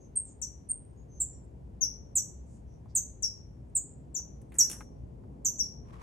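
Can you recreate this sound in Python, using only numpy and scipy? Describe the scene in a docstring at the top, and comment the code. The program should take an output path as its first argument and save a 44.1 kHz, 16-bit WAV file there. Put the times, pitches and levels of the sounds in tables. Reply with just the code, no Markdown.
"""Hummingbird chase in a backyard

A hummingbird chases a rival with sharp, falling chips, whistled by its voice organ (the syrinx).
The rival answers lower, from the left. Fence and ground throw each chip back; the trees let it ring on.
Small birds whistle far off over a low town rumble and a hiss of air. Close by, someone's lips part
with soft clicks, a garden chair knocks and a sweatshirt rubs."""
import sys
import numpy as np
from scipy import signal
from scipy.fft import rfft, irfft
from scipy.io import wavfile
from scipy.ndimage import uniform_filter1d

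SR = 44100
rng = np.random.default_rng(int(sys.argv[2]) if len(sys.argv) > 2 else 0)


def dump(signal):
    """Clip the signal to [-1, 1] and save it as 16-bit WAV at the path in sys.argv[1]."""
    limited = np.clip(np.atleast_2d(signal).T, -1, 1)
    pcm = np.round(limited * 32767).astype(np.int16)
    wavfile.write(sys.argv[1], SR, pcm)


N = 265526


# How the throat shapes the tone, and the beak its octave: f/Hz, gain/dB
THROAT_GAIN = [(5000, -8), (5600, 0.5), (6400, -5.5), (7500, -3.5), (8500, -0.5), (9200, -3),
               (10000, -10.5)]
BEAK_GAIN = [(10500, -1.5), (11500, 4.5), (12200, 0.5), (13000, -4), (14300, -0.5), (15200, -6),
             (15800, -27.5), (17000, -46.5)]

def chip(length, pitches, bend, attack_s, soft_db, growth_db, plunge_s, close_s, open_s=.0012):
    """One syrinx whistle and its octave, as complex waves: the pitch plunges, then glides down."""
    onset_hz, top_hz, end_hz = pitches
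    t = np.arange(round(length * SR)) / SR
    progress = t / length
    glide = end_hz + (top_hz - end_hz) * (1 - progress) ** bend
    plunge = (onset_hz - top_hz) * np.exp(-t / plunge_s)
    hz = (glide + plunge) * (1 + .008 * waver(len(t), span=60))
    phase = 2 * np.pi * np.cumsum(hz) / SR
    opening = np.clip(np.minimum(t / open_s, (length - t) / close_s), 0, 1)
    shape_db = soft_db * np.maximum(1 - t / attack_s, 0) + growth_db * (progress - .5)
    flutter_db = 2.5 * waver(len(t), span=90)
    push = np.sin(np.pi / 2 * opening) ** 2 * gain_of(shape_db + flutter_db)
    tone = push * gain_of(look_up(THROAT_GAIN, hz)) * np.exp(1j * phase)
    octave = push * gain_of(look_up(BEAK_GAIN, 2 * hz)) * np.exp(2j * phase)
    return tone, octave


def snap(length=.00092, hz=12000):
    """The tiny high tick as the syrinx opens."""
    size = round(length * SR)
    return signal.windows.hann(size) * np.sin(2 * np.pi * hz * np.arange(size) / SR)


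# The chips of the bird overhead: t/s, length/s, level/dB, onset f/Hz, top of the glide f/Hz,
# end f/Hz, bend of the glide (1 = straight), echo gain/dB
CHASER_CHIPS = [(.156, 0.023, -30.5, 9500, 8680, 8366, 2.7, 6.5),
                (.688, 0.021, -35, 9870, 8930, 8550, 3.7, 9), (1.2, 0.026, -25, 9390, 8100, 7160, 2.8, 3),
                (2.153, 0.036, -25.5, 9420, 8100, 5874, 1.63, 3),
                (2.95, 0.035, -19.5, 9370, 8480, 6120, 2, -1),
                (3.75, 0.03, -24, 9110, 8500, 6250, 0.77, -1),
                (4.584, .033, -14, 9000, 8000, 5620, 2.5, -4),
                (5.447, 0.025, -24, 9100, 7700, 5856, 2.7, 4.5)]

def chaser(octave_db=-17, octave_echo_db=-19, octave_lag_rad=2.1, snap_db=-27, pan_db=-2.5):
    """Hard, bright chips that snap open; the bird moves, so each has its own echoes."""
    out = np.zeros((2, N))
    for s, length, db, *pitches, bend, echo_db in CHASER_CHIPS:
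        tone, octave = chip(length, pitches, bend, attack_s=.004, soft_db=-12.5, growth_db=-5,
                            plunge_s=.0025, close_s=.0051)
        # the octave sounds out of step between left and right
        direct = tone + gain_of(octave_db) * octave * np.exp([[0], [-1j * octave_lag_rad]])
        echo = echoes((tone + gain_of(octave_echo_db) * octave).real)
        add(out, s, gain_of(db) * panned(pan_db) * direct.real)
        add(out, s, gain_of(db + snap_db) * panned(pan_db) * snap())
        add(out, s, gain_of(db + echo_db) * echo)
    return out


# The rival's answers, with the same columns as CHASER_CHIPS
RIVAL_CHIPS = [(.415, 0.019, -28.5, 9300, 6810, 5440, 1.3, 5),
               (1.809, .040, -23.5, 6680, 6710, 5458, 1.5, -1.5),
               (3.223, 0.033, -26.5, 8840, 6690, 5430, 2.93, 1),
               (4.143, 0.034, -30, 8520, 7790, 5760, 2, 0.5),
               (5.585, 0.03, -26.5, 8230, 6870, 5550, 2.84, 2)]

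def rival(octave_db=-32, octave_echo_db=-27, pan_db=10, echo_pan_db=4, right_lag_s=.00041):
    """Lower, rounder chips that swell; they reach the left microphone first and louder."""
    out = np.zeros((2, N))
    for s, length, db, *pitches, bend, echo_db in RIVAL_CHIPS:
        tone, octave = chip(length, pitches, bend, attack_s=.0096, soft_db=-15.5, growth_db=-4,
                            plunge_s=.0032, close_s=.011)
        left, right = gain_of(db) * panned(pan_db) * (tone + gain_of(octave_db) * octave).real
        echo = echoes((tone + gain_of(octave_echo_db) * octave).real)
        add(out[0], s, left)
        add(out[1], s + right_lag_s, right)
        add(out, s, gain_of(db + echo_db) * panned(echo_pan_db) * echo)
    return out


# How alike the echoes are left and right: f/Hz, likeness (1 = the same)
ECHO_LIKENESS = [(5500, 0.069), (7000, 0.43), (8500, 1), (10000, 1), (11500, -0.1), (15000, 0.44)]

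def echoes(x, first_s=.0035, trees_db=-12, build_s=.027):
    """What the yard throws back of x: fence and ground answer at once, the leaves linger."""
    t = np.arange(SR * 3 // 4) / SR
    near = die_away(scatter(t, per_s=1100) * (t > first_s), share=.29)
    near = np.array([normalized(side) for side in near])
    trees = die_away(rng.standard_normal((2, len(t))), share=.66) * (1 - np.exp(-t / build_s))
    yard = paired(near + gain_of(trees_db) * normalized(trees), ECHO_LIKENESS) / np.sqrt(len(t))
    return signal.fftconvolve(np.atleast_2d(x), yard, axes=1)[:, :N]


# How long the yard rings: f/Hz, time to fade by 60 dB/s
RING_TIMES = [(2000, 0.27), (5500, 0.62), (8500, 0.45), (11500, 0.45), (16000, 0.17)]

def die_away(x, share):
    """Fades each frequency of x in a share of the yard's ringing time."""
    hz, t, spectrum = signal.stft(x, SR, nperseg=256)
    fade = gain_of(-60 * t / (share * look_up(RING_TIMES, hz)[:, None]))
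    return signal.istft(spectrum * fade, SR, nperseg=256)[1][:, :x.shape[1]]


# Lips parting: t/s, level/dB, decay/s, mouth resonance f/Hz, treble/dB
LIP_CLICKS = [(4.416, -66.5, 0.0084, 1870, 7.5), (4.521, -57, 0.016, 2210, -8),
              (4.543, -55.5, 0.04, 1930, 5.5), (4.606, -47, 0.044, 1970, 9.5),
              (4.699, -37.5, 0.0069, 1730, 19), (4.714, -38.5, 0.014, 1600, 37),
              (4.73, -49, 0.039, 1660, 7), (4.808, -42.5, 0.0073, 1540, -13)]
# Small knocks of a garden chair: t/s, level/dB
CHAIR_KNOCKS = [(2.857, -55.5), (4.199, -57.5), (5.238, -56)]
# The crisp edge of both: f/Hz, level/dB
CLICK_TREBLE = [(500, -2), (1500, -9.5), (2700, 4), (4200, -8), (6000, 3), (9300, 9.5), (12500, 0.5),
                (13600, -17.5), (16000, -31.5)]

def lips_and_chair(knock_decay_s=.005, knock_hz=870, knock_treble_db=-26, damping=.38, echo_db=-11):
    """Each click or knock is a firm snap and a dying clump of tiny ones, ringing one hollow note."""
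    out = np.zeros((2, N))
    t = np.arange(SR // 8) / SR
    knocks = [(s, db, knock_decay_s, knock_hz, knock_treble_db) for s, db in CHAIR_KNOCKS]
    for s, db, decay, hz, treble_db in LIP_CLICKS + knocks:
        snaps = scatter(t, per_s=2500)
        snaps[:, 0] = 1.3  # the firm first snap
        snaps = snaps + .5 * snaps[::-1]  # each side also hears the other
        ring = np.exp(-np.pi * damping * hz * t) * np.sin(2 * np.pi * hz * t)
        hollow = normalized(signal.fftconvolve(snaps, ring[None], axes=1)[:, :len(t)])
        crisp = gain_of(treble_db) * coloured(snaps, CLICK_TREBLE)
        add(out, s, gain_of(db) * np.exp(-t / decay) * normalized(hollow + crisp))
    return out + gain_of(echo_db) * echoes(out)


# Small birds far off: t/s, length/s, level/dB, start f/Hz, end f/Hz, hoarseness as a width/Hz
FAR_WHISTLES = [(-.01, 0.085, -66, 6430, 6230, 360), (0.222, 0.11, -59, 8250, 6550, 800),
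                (0.956, 0.066, -72.5, 6720, 6620, 353), (1.072, 0.24, -62.5, 6290, 6210, 251),
                (1.288, 0.12, -72, 5960, 5610, 200), (2.434, .18, -72, 7480, 7570, 2430),
                (2.649, 0.14, -76.5, 6030, 5870, 615), (2.877, 0.05, -74, 5240, 5340, 2480)]

def far_birds(echo_db=-2):
    """Thin, hoarse whistles: narrow bands of sliding noise, half lost in their echo."""
    out = np.zeros(N)
    for s, length, db, start_hz, end_hz, width_hz in FAR_WHISTLES:
        size = round(length * SR)
        phase = 2 * np.pi * np.cumsum(np.linspace(start_hz, end_hz, size)) / SR
        smooth = signal.butter(2, width_hz / 2, fs=SR)
        rasp = signal.lfilter(*smooth, rng.standard_normal((2, size)))
        whistle = normalized(rasp[0] * np.sin(phase) + rasp[1] * np.cos(phase)) / np.sqrt(2)
        add(out, s, gain_of(db) * signal.windows.tukey(size, .7) * whistle)
    return out + gain_of(echo_db) * echoes(out)


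# The rubbing as a shoulder turns: t/s, level/dB
SHOULDER_TURN = [(5.84, -78), (5.885, -62), (5.92, -63), (5.959, -57.5), (6.02, -59)]
# The tone colour of the cloth: f/Hz, level/dB
CLOTH_COLOUR = [(100, -15), (300, -9), (700, -5), (1050, 9.5), (1500, -4), (2200, -7), (4000, -17.5),
                (8000, -22), (12000, -29), (16000, -42.5)]

def sweatshirt(grain_db=3):
    """A sweatshirt rubs in small catches as its wearer turns."""
    s, db = np.transpose(SHOULDER_TURN)
    rub_db = np.interp(np.arange(N) / SR, s, db, left=-np.inf)
    return gain_of(rub_db + grain_db * waver(N, span=250)) * stereo_noise(CLOTH_COLOUR)


# The tone colour of the town: f/Hz, level/dB
TOWN_COLOUR = [(22, -33.5), (35, -17), (48, -9), (60, 2), (85, -8), (113, -4.5), (182, -12.5), (249, -15.5),
               (300, -19), (448, -21), (1000, -34.5), (1500, -57), (2500, -88.5)]
# How it rises and falls: t/s, bass level/dB (before bass_trim_db), low middle level/dB
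TOWN_SWELL = [(0.05, -52, -56.5), (0.71, -51, -57.5), (0.82, -49.5, -57), (2.07, -49, -55),
              (3.04, -48.5, -57), (3.38, -49.5, -57), (4.95, -50, -53), (5.0, -41.5, -55),
              (5.34, -50.5, -52.5), (5.95, -46.5, -54)]

def town(pan_db=2, split_hz=150, bass_trim_db=-1, hum_hz=58, hum_db=-58, hum_drift=.097):
    """Distant rumble that swells and ebbs, with a wavering low hum in it."""
    t = np.arange(N) / SR
    s, bass_db, middle_db = np.transpose(TOWN_SWELL)
    noise = stereo_noise(TOWN_COLOUR)
    bass = signal.sosfiltfilt(signal.butter(4, split_hz, fs=SR, output="sos"), noise, padtype="even")
    rumble = gain_of(np.interp(t, s, bass_db) + bass_trim_db) * normalized(bass)
    roar = gain_of(np.interp(t, s, middle_db)) * normalized(noise - bass)
    hz = hum_hz * (1 + hum_drift * waver(N, span=3000))
    hum = gain_of(hum_db) * normalized(np.sin(2 * np.pi * np.cumsum(hz) / SR))
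    return panned(pan_db) * (rumble + roar + hum)


# The tone colour of the air: f/Hz, level/dB
AIR_COLOUR = [(300, -10), (900, 2.5), (1500, 0.5), (2500, -5), (4000, -13), (6500, -11), (9000, -13.5),
              (12000, -17.5), (16000, -35.5)]

def air(level_db=-77):
    """The faint steady hiss of the open air."""
    return gain_of(level_db) * stereo_noise(AIR_COLOUR)


# How alike cloth, town and air are left and right: f/Hz, likeness (1 = the same, -1 = opposite)
NOISE_LIKENESS = [(30, 0.61), (120, 0.93), (250, 0.78), (500, -.1), (1000, -0.46), (4000, 0.3),
                  (8000, 0.68), (12000, 0.035)]

def stereo_noise(colour):
    """Steady noise of a given tone colour, partly shared by left and right."""
    return coloured(paired(rng.standard_normal((2, N)), NOISE_LIKENESS), colour)


def gain_of(db):
    """Decibels to amplitude."""
    return 10 ** (np.asarray(db) / 20)


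def normalized(x):
    """Scales x to an average strength (rms) of 1."""
    return x / np.sqrt(np.mean(x ** 2) + 1e-20)


def look_up(table, hz):
    """Reads between a table's rows on a log-frequency axis."""
    f, value = np.transpose(table)
    return np.interp(np.log(hz + 1), np.log(f + 1), value)


def add(mix, s, sound):
    """Mixes a sound in at s seconds."""
    start = round(s * SR)
    sound = sound[..., max(-start, 0):]
    part = mix[..., max(start, 0):][..., :sound.shape[-1]]
    part += sound[..., :part.shape[-1]]


def coloured(x, colour):
    """Gives x a tone colour, at strength 1."""
    size = x.shape[-1]
    gain = gain_of(look_up(colour, np.fft.rfftfreq(size, 1 / SR)))
    return normalized(irfft(rfft(x) * gain, size))


def paired(x, likeness):
    """Makes two unrelated channels alike, frequency by frequency."""
    size = x.shape[-1]
    left, right = rfft(x)
    same = np.clip(look_up(likeness, np.fft.rfftfreq(size, 1 / SR)), -1, 1)
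    return irfft(np.array([left, same * left + np.sqrt(1 - same ** 2) * right]), size)


def panned(db):
    """Two gains that put the left side db above the right."""
    return gain_of([[db / 2], [-db / 2]])


def scatter(t, per_s):
    """Scattered ticks of random strength, left and right."""
    return rng.standard_normal((2, len(t))) * (rng.random((2, len(t))) < per_s / SR)


def waver(size, span):
    """A random wobble of strength 1, smoothed over span samples."""
    return normalized(uniform_filter1d(uniform_filter1d(rng.standard_normal(size), span), span))


def scene():
    """Everything at the two microphones."""
    return chaser() + rival() + far_birds() + lips_and_chair() + sweatshirt() + town() + air()


def record(dry):
    """Cuts away the highest treble, above 15900 Hz."""
    lowpass = signal.firwin(511, 15900, window=("kaiser", 9), fs=SR)
    return signal.oaconvolve(dry, lowpass[None], "same")


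dry = scene()
out = record(dry)
dump(out)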